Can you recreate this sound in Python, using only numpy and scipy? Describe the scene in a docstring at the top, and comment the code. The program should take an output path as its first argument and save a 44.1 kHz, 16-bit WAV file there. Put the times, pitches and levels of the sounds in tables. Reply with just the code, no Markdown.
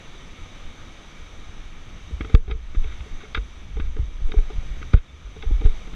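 """On a plank bridge high over a gorge, a small camera in a sealed housing swings against a padded jacket.
The far river and the wind reach the microphone through the housing, as coloured noise.
Bumps swing the housing at a few tens of hertz; knocks and dragging cloth ring its shell modes.
Faint tones slide upward, hard plastic parts snap, and the hardest bumps overload the input."""
import sys
import numpy as np
from scipy import signal
from scipy.io import wavfile
from scipy.ndimage import uniform_filter1d

SR = 44100
rng = np.random.default_rng(int(sys.argv[2]) if len(sys.argv) > 2 else 0)


def store_wav(level_fs):
    """Save 16-bit WAV to argv[1]."""
    pcm = np.round(np.clip(np.atleast_2d(level_fs), -1, 1) * 32767)
    wavfile.write(sys.argv[1], SR, pcm.T.astype(np.int16))


N = 262395  # samples


def gain_of(db):
    """Amplitude factor for a level in dB."""
    return 10 ** (np.asarray(db) / 20)


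def evened(x):
    """Scale to an RMS of one."""
    return x / np.sqrt(np.mean(x ** 2) + 1e-20)


def read(points, hz):
    """Read a spectrum in dB, with straight lines over log frequency."""
    point_hz, point_db = np.transpose(points)
    return np.interp(np.log(hz + 1), np.log(point_hz + 1), point_db)


def along(curve):
    """Draw a curve of (seconds, value) points out over every sample."""
    s, value = np.transpose(curve)
    return np.interp(np.arange(N) / SR, s, value)


def add(mix, s, sound):
    """Lay a sound into the mix at s seconds, cut off at the end."""
    part = mix[round(s * SR):][:len(sound)]
    part += sound[:len(part)]


def noise(colour, size, patchy_db):
    """Random short-time spectra of a given colour, with drifting patches, at an RMS of one."""
    hz = np.fft.rfftfreq(size, 1 / SR)
    real, imaginary, patches = rng.standard_normal((4 * N // size + 5, len(hz), 3)).T
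    patches = uniform_filter1d(patches, size=12, axis=0)  # smooth over frequency
    patches = evened(uniform_filter1d(patches, size=14, axis=1))  # smooth over time
    level_db = colour(hz)[:, None] + patchy_db * patches
    spectra = (real + 1j * imaginary) * gain_of(level_db)
    _, sound = signal.istft(spectra, nperseg=size, noverlap=3 * size // 4)
    return evened(sound[:N])


# The river as the camera turns and is covered by the jacket.
# Each point: time in seconds, level in dB.
RIVER_LEVEL = [(0, -46), (1.0, -46.5), (1.4, -47), (1.8, -48), (2.6, -47), (2.95, -46.5), (3.9, -50.5),
               (4.24, -49.5), (4.52, -46.5), (5.5, -48), (5.77, -45.5), (5.95, -47.5)]
# Colour of the distant rush. Each point: frequency in Hz, relative density in dB per Hz.
RUSH_COLOUR = [(59, -13.5), (100, 2.5), (314, -2.5), (385, -5), (855, -10.5), (1260, -10), (2060, -12.5),
               (2280, -5), (2530, -13), (3650, -10), (4050, -19), (5170, -23.5), (6090, -18), (7170, -27.5),
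               (13200, -45)]
# Air resonances of the housing. Each row: centre in Hz, width in Hz, lift in dB.
HOUSING_RESONANCES = [(1249, 116, 5.5), (1890, 59, 4.5), (2120, 200, 1.5), (3780, 32, 10.5), (6066, 280, 6)]


def river():
    """Distant smooth rush, lifted at the air resonances of the housing."""
    def colour(hz):
        lift_db = sum(db / (1 + (2 * (hz - f) / width) ** 2) for f, width, db in HOUSING_RESONANCES)
        return read(RUSH_COLOUR, hz) + lift_db
    return gain_of(along(RIVER_LEVEL)) * noise(colour, size=1024, patchy_db=0.8)


# Wind and cloth rubbing on the housing.
# Each point: time in seconds, level in dB before the gusts.
RUMBLE_LEVEL = [(0.0, -35), (1.19, -38.5), (2.0, -32.5), (2.9, -33), (3.33, -42.5), (3.61, -40.5),
                (3.8, -27), (4.1, -38), (4.3, -29.5), (4.82, -27), (5.05, -39), (5.32, -39), (5.52, -23.5),
                (5.63, -41), (5.95, -22)]
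# Colour of the rumble. Each point: frequency in Hz, relative density in dB per Hz.
RUMBLE_COLOUR = [(7, -27), (13, 4), (24, -5.5), (70, -12.5), (110, -29), (190, -36), (400, -89)]


def rumble():
    """Wind and rubbing cloth: lumpy low noise that comes in short gusts."""
    gusts = uniform_filter1d(rng.standard_normal(N), size=1500)
    gusts_db = 1.8 * evened(uniform_filter1d(gusts, size=1500))
    lumps = noise(lambda hz: read(RUMBLE_COLOUR, hz), size=8192, patchy_db=5.5)
    return gain_of(along(RUMBLE_LEVEL) + gusts_db) * lumps


# Faint rising tones. Each row: start in seconds, length in seconds, first Hz, last Hz,
# peak level in dB.
RISING_TONES = [(1.338, 0.189, 1135, 1300, -55.5), (5.07, 0.066, 3450, 3650, -49)]


def whistles():
    """Brief soft sine tones that slide upward, fading in and out."""
    out = np.zeros(N)
    for s, length_s, low_hz, high_hz, db in RISING_TONES:
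        hz = np.linspace(low_hz, high_hz, round(length_s * SR))
        tone = np.sin(2 * np.pi * np.cumsum(hz) / SR)
        add(out, s, gain_of(db) * np.hanning(len(hz)) * tone)
    return out


def ring(modes, lift_db):
    """Answer of the modes to one softly rounded tap; neighbours start in opposite directions."""
    t = np.arange(3000) / SR
    tones = []
    for (hz, db, t60), lift in zip(modes, lift_db):
        tones.append(gain_of(db + lift - 60 * t / t60) * np.sin(2 * np.pi * hz * t))
    rounding = 1 - np.exp(-(t / 0.00031) ** 2)
    return (sum(tones[::2]) - sum(tones[1::2])) * rounding


# Knocks on the shell. Each row: time in seconds (contact begins 1 ms before it), peak of the
# bright modes in dB, peak of the deep modes in dB, lift of the lower deep modes in dB before
# that peak is set, decay time of the contact in ms.
SHELL_KNOCKS = [(2.1104, -51, -35.5, 8, 2.7), (2.2082, -23, -20, 16, 4), (2.2472, -31, -29, 8, 4.1),
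                (2.296, -34.5, -34, 0, 4.2), (2.3494, -13, -16.5, 3.5, 2.15), (2.478, -34, -28, -9, 7.8),
                (2.4978, -40, -24.5, 1, 2.4), (2.5109, -19, -24.5, -24, 4.1), (2.749, -34, -27, 15, 1.4),
                (2.8412, -31, -35, -4, 3.3), (3.0063, -35, -60, 6, 3.6), (3.06, -56, -39, 0.5, 3.7),
                (3.2334, -48, -37.5, -2, 2), (3.3466, -14, -37.5, -5, 5), (3.3738, -21.5, -26, 8.5, 4.6),
                (3.7682, -37, -31.5, 0.5, 2.3), (3.7985, -27.5, -22.5, 13, 5.8),
                (3.9655, -36, -32, 0.5, 1.9), (3.9891, -47, -31, 9, 3.3), (4.292, -54, -33, 5.5, 3.3),
                (4.3186, -26.5, -34.5, 3, 2.2), (4.34, -38, -24, 0, 3.5), (4.385, -34, -29, 3, 3),
                (4.5007, -38, -31, -3.5, 8.1), (4.816, -36.5, -33.5, 12.5, 8), (4.8278, -27, -46, 0, 1.3),
                (4.9361, -23, -18, 4.5, 9.7), (5.364, -41, -34, -5, 3), (5.4241, -27, -62, 0, 3),
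                (5.434, -41, -31.5, -1.5, 2), (5.5092, -49, -26.5, 9, 5.5), (5.6115, -35.5, -31, 8, 2.2),
                (5.6179, -47, -28, -0.5, 2.1), (5.64, -47, -29, 10, 3.3), (5.657, -36, -24, 4.5, 3.3),
                (5.8747, -40, -34, 8, 3.3), (5.9343, -39, -33, 14, 8.3)]
# Deep shell modes. Each row: frequency in Hz, relative level in dB, 60 dB decay in seconds.
DEEP_MODES = [(200, -10, 0.015), (314, 7, 0.018), (392, 2.5, 0.046), (442.3, 3, 0.13), (586, -5, 0.0086),
              (782, 1.5, 0.031)]
# Bright shell modes. Each row: frequency in Hz, relative level in dB, 60 dB decay in seconds.
BRIGHT_MODES = [(1225, -4, 0.025), (1483, -2.5, 0.015), (1683, -4.5, 0.013), (1910, -9, 0.014),
                (2208, 3, 0.0097), (2716, -10, 0.014), (2940, -7.5, 0.0088), (3310, 0.5, 0.0048),
                (3737, -4.5, 0.016), (4790, -13, 0.004), (6200, -39, 0.0064), (8000, -42.5, 0.0021)]
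LOWER_HZ = 350  # the lower deep modes lie under this
PITCH_SPREAD = 0.02  # typical random share by which the deep modes' pitch varies from knock to knock
# Blunt knocks, with deep modes near or over the bright ones, lose treble:
# dB per octave for each dB, deep-over-bright dB where it starts, steepest tilt in dB per octave
DULL_PER_DB, BLUNT_FROM_DB, DULLEST_DB = -1.95, -5, -2.5


def knocks():
    """Each short gritty contact rings the same shell modes; blunt contacts favour the lower ones."""
    t, out = np.arange(1500) / SR, np.zeros(N)
    grits = rng.standard_normal((len(SHELL_KNOCKS), len(t)))
    shifts = 1 + PITCH_SPREAD * rng.standard_normal(len(SHELL_KNOCKS))
    octaves = np.log2(np.transpose(BRIGHT_MODES)[0] / 2000)
    is_lower = np.transpose(DEEP_MODES)[0] < LOWER_HZ
    for (s, bright_db, deep_db, low_db, ms), grit, shift in zip(SHELL_KNOCKS, grits, shifts):
        blunt_db = max(deep_db - bright_db - BLUNT_FROM_DB, 0)
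        tilt_db = max(DULL_PER_DB * blunt_db, DULLEST_DB)
        contact = grit * (1 - np.exp(-(t / 0.00087) ** 2)) * np.exp(-t / (ms / 1000))
        bright = signal.fftconvolve(contact, ring(BRIGHT_MODES, tilt_db * octaves))
        # one quick shove, then the grit shakes the shell on
        push = abs(grit) * np.exp(-t / 0.00074) + 0.44 * contact
        varied_modes = np.multiply(DEEP_MODES, (shift, 1, 1))
        deep = signal.fftconvolve(push, ring(varied_modes, low_db * is_lower))
        add(out, s - 0.001, gain_of(bright_db) * bright / abs(bright).max())
        add(out, s - 0.001, gain_of(deep_db) * deep / abs(deep).max())
    return out


# Bumps of the housing. Each row: start in seconds, swing level in dB before rise and decay,
# direction of the first swing, settled frequency in Hz, rise in ms, 60 dB decay in seconds.
HOUSING_BUMPS = [(2.119, -24, -1, 72, 10, 0.2), (2.131, -14.5, -1, 48, 8.1, 0.11),
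                 (2.207, -18, 1, 54, 5, 0.17), (2.343, 4, -1, 16.4, 2.42, .22),
                 (2.478, -16.5, 1, 56, 2, .5), (2.518, -9, -1, 19, 2.7, 0.074),
                 (2.551, -11, 1, 31, 3.6, 0.093), (2.767, -3, -1, 16.7, 8.4, 0.3),
                 (2.849, -19, 1, 58.5, 6.9, 0.23), (3.002, -25, 1, 60, 3.1, 0.24),
                 (3.104, -16, 1, 15.9, 20, 0.29), (3.359, -17, 1, 19, 4, 0.079),
                 (3.377, -15, 1, 46.4, 3.6, 0.18), (3.802, -23, -1, 60.5, 3.2, 0.33),
                 (3.993, -6, -1, 40.4, 5.7, 0.098), (4.024, -13.5, -1, 50, 4.9, 0.12),
                 (4.217, -15, -1, 26.7, 4.4, 0.17), (4.24, -3.5, 1, 10.7, 11, 0.21),
                 (4.365, 12, -1, 20, 24.7, 0.12), (4.579, -5.5, 1, 19, 6, 0.056),
                 (4.797, -26, 1, 33, 6.3, .25), (4.9403, 4.5, 1, 19.8, 2.95, .14),
                 (4.967, -10, 1, 46, 2.8, 0.1), (5.243, -23.5, 1, 46, 9.3, .3),
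                 (5.459, -10.5, 1, 21.5, 9, 0.36), (5.512, -10, 1, 33.6, 6.4, 0.32),
                 (5.535, -7.5, 1, 37, 14, 0.21), (5.572, -13.5, 1, 42, 23, 0.48),
                 (5.606, -17, 1, 41, 3, 0.088), (5.649, 1, 1, 16, 5.2, .21)]
SETTLE_S = 0.0107  # time constant; every swing settles alike
# Bumps harder than SOFT_DB start quicker than they settle, the more so the more sudden their rise:
# extra Hz per dB at a 1 ms rise, divided by the rise in ms to the power SUDDEN
SOFT_DB, QUICKER_HZ_PER_DB, SUDDEN = -18.5, 4, 0.25


def bumps():
    """The housing swings on its mount; hard swings start quick and slow as the padding gives way."""
    t, out = np.arange(SR // 2) / SR, np.zeros(N)
    for s, db, direction, settled_hz, rise_ms, t60 in HOUSING_BUMPS:
        extra_hz = QUICKER_HZ_PER_DB * max(db - SOFT_DB, 0) / rise_ms ** SUDDEN
        hz = settled_hz + extra_hz * np.exp(-t / SETTLE_S)
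        rise = 1 - np.exp(-(t / (rise_ms / 1000)) ** 2)
        decay = gain_of(db - 60 * (t / t60) ** 1.1)
        swing = np.sin(2 * np.pi * np.cumsum(hz) / SR)
        add(out, s, direction * rise * decay * swing)
    return out


# Cloth dragging over the shell. Each row: start in seconds, length in seconds,
# level in dB of the drag that feeds the shell.
CLOTH_SCRAPES = [(2.294, 0.11, -51.5), (2.49, 0.047, -40), (2.742, 0.022, -43), (2.848, .11, -50),
                 (3.188, .083, -48.5), (3.359, 0.017, -36.5), (3.763, 0.15, -54.5), (4.365, 0.022, -51),
                 (4.93, 0.017, -35), (4.953, 0.043, -41), (5.411, 0.051, -54), (5.63, 0.053, -45)]


def scrapes():
    """Dense uneven slips feed the bright shell modes for as long as the cloth drags."""
    drag = np.zeros(N)
    for s, length_s, db in CLOTH_SCRAPES:
        add(drag, s, gain_of(db) * signal.windows.tukey(round(length_s * SR), 0.5))
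    uneven_db = evened(uniform_filter1d(rng.standard_normal(N), size=120))
    slips = evened(rng.standard_normal(N) * gain_of(uneven_db))
    shell = ring(BRIGHT_MODES, np.zeros(len(BRIGHT_MODES)))
    return signal.fftconvolve(drag * slips, shell / np.linalg.norm(shell))[:N]


# Hard plastic parts snap together. Each row: start in seconds, level in dB before rise and decay.
PLASTIC_SNAPS = [(2.348, -19), (4.935, -36), (5.657, -40)]
SNAP_T60_S = 0.01


def snaps():
    """Hard parts meet in very short cracks of noise, wide across 150 to 5500 Hz."""
    t, out = np.arange(1500) / SR, np.zeros(N)
    band = signal.butter(3, [150, 5500], "bandpass", fs=SR, output="sos")
    grits = rng.standard_normal((len(PLASTIC_SNAPS), len(t)))
    for (s, db), grit in zip(PLASTIC_SNAPS, grits):
        crack = evened(signal.sosfilt(band, grit))
        rise = 1 - np.exp(-t / 0.001)
        add(out, s, gain_of(db - 60 * t / SNAP_T60_S) * rise * crack)
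    return out


def scene():
    """Everything that reaches the microphone inside the housing, as one channel."""
    mix = river() + rumble() + whistles() + knocks() + bumps() + scrapes() + snaps()
    return mix[None]


EDGE_HZ = 13520  # top of the band


def record(dry):
    """Gain control drops on an overload and creeps back; the input clips; then the band limit."""
    level_db = 20 * np.log10(abs(dry[0]) + 1e-9)
    fall_db = np.arange(N) * 7.8 / SR  # the held peak level falls this much, 7.8 dB a second
    held_db = np.maximum.accumulate(level_db + fall_db) - fall_db
    over_db = np.maximum(held_db + 2.0, 0)  # over a threshold of -2 dB
    lag = np.exp(-1 / (0.012 * SR))  # the gain follows with a 12 ms time constant
    cut_db = 1.86 * signal.lfilter([1 - lag], [1, -lag], over_db)
    ducked = dry / gain_of(cut_db)
    clipped = np.clip(ducked, -1, 1)
    band_limit = signal.firwin(1023, EDGE_HZ, window=("kaiser", 9), fs=SR)
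    return signal.oaconvolve(clipped, band_limit[None], "same")


dry = scene()
out = record(dry)
store_wav(out)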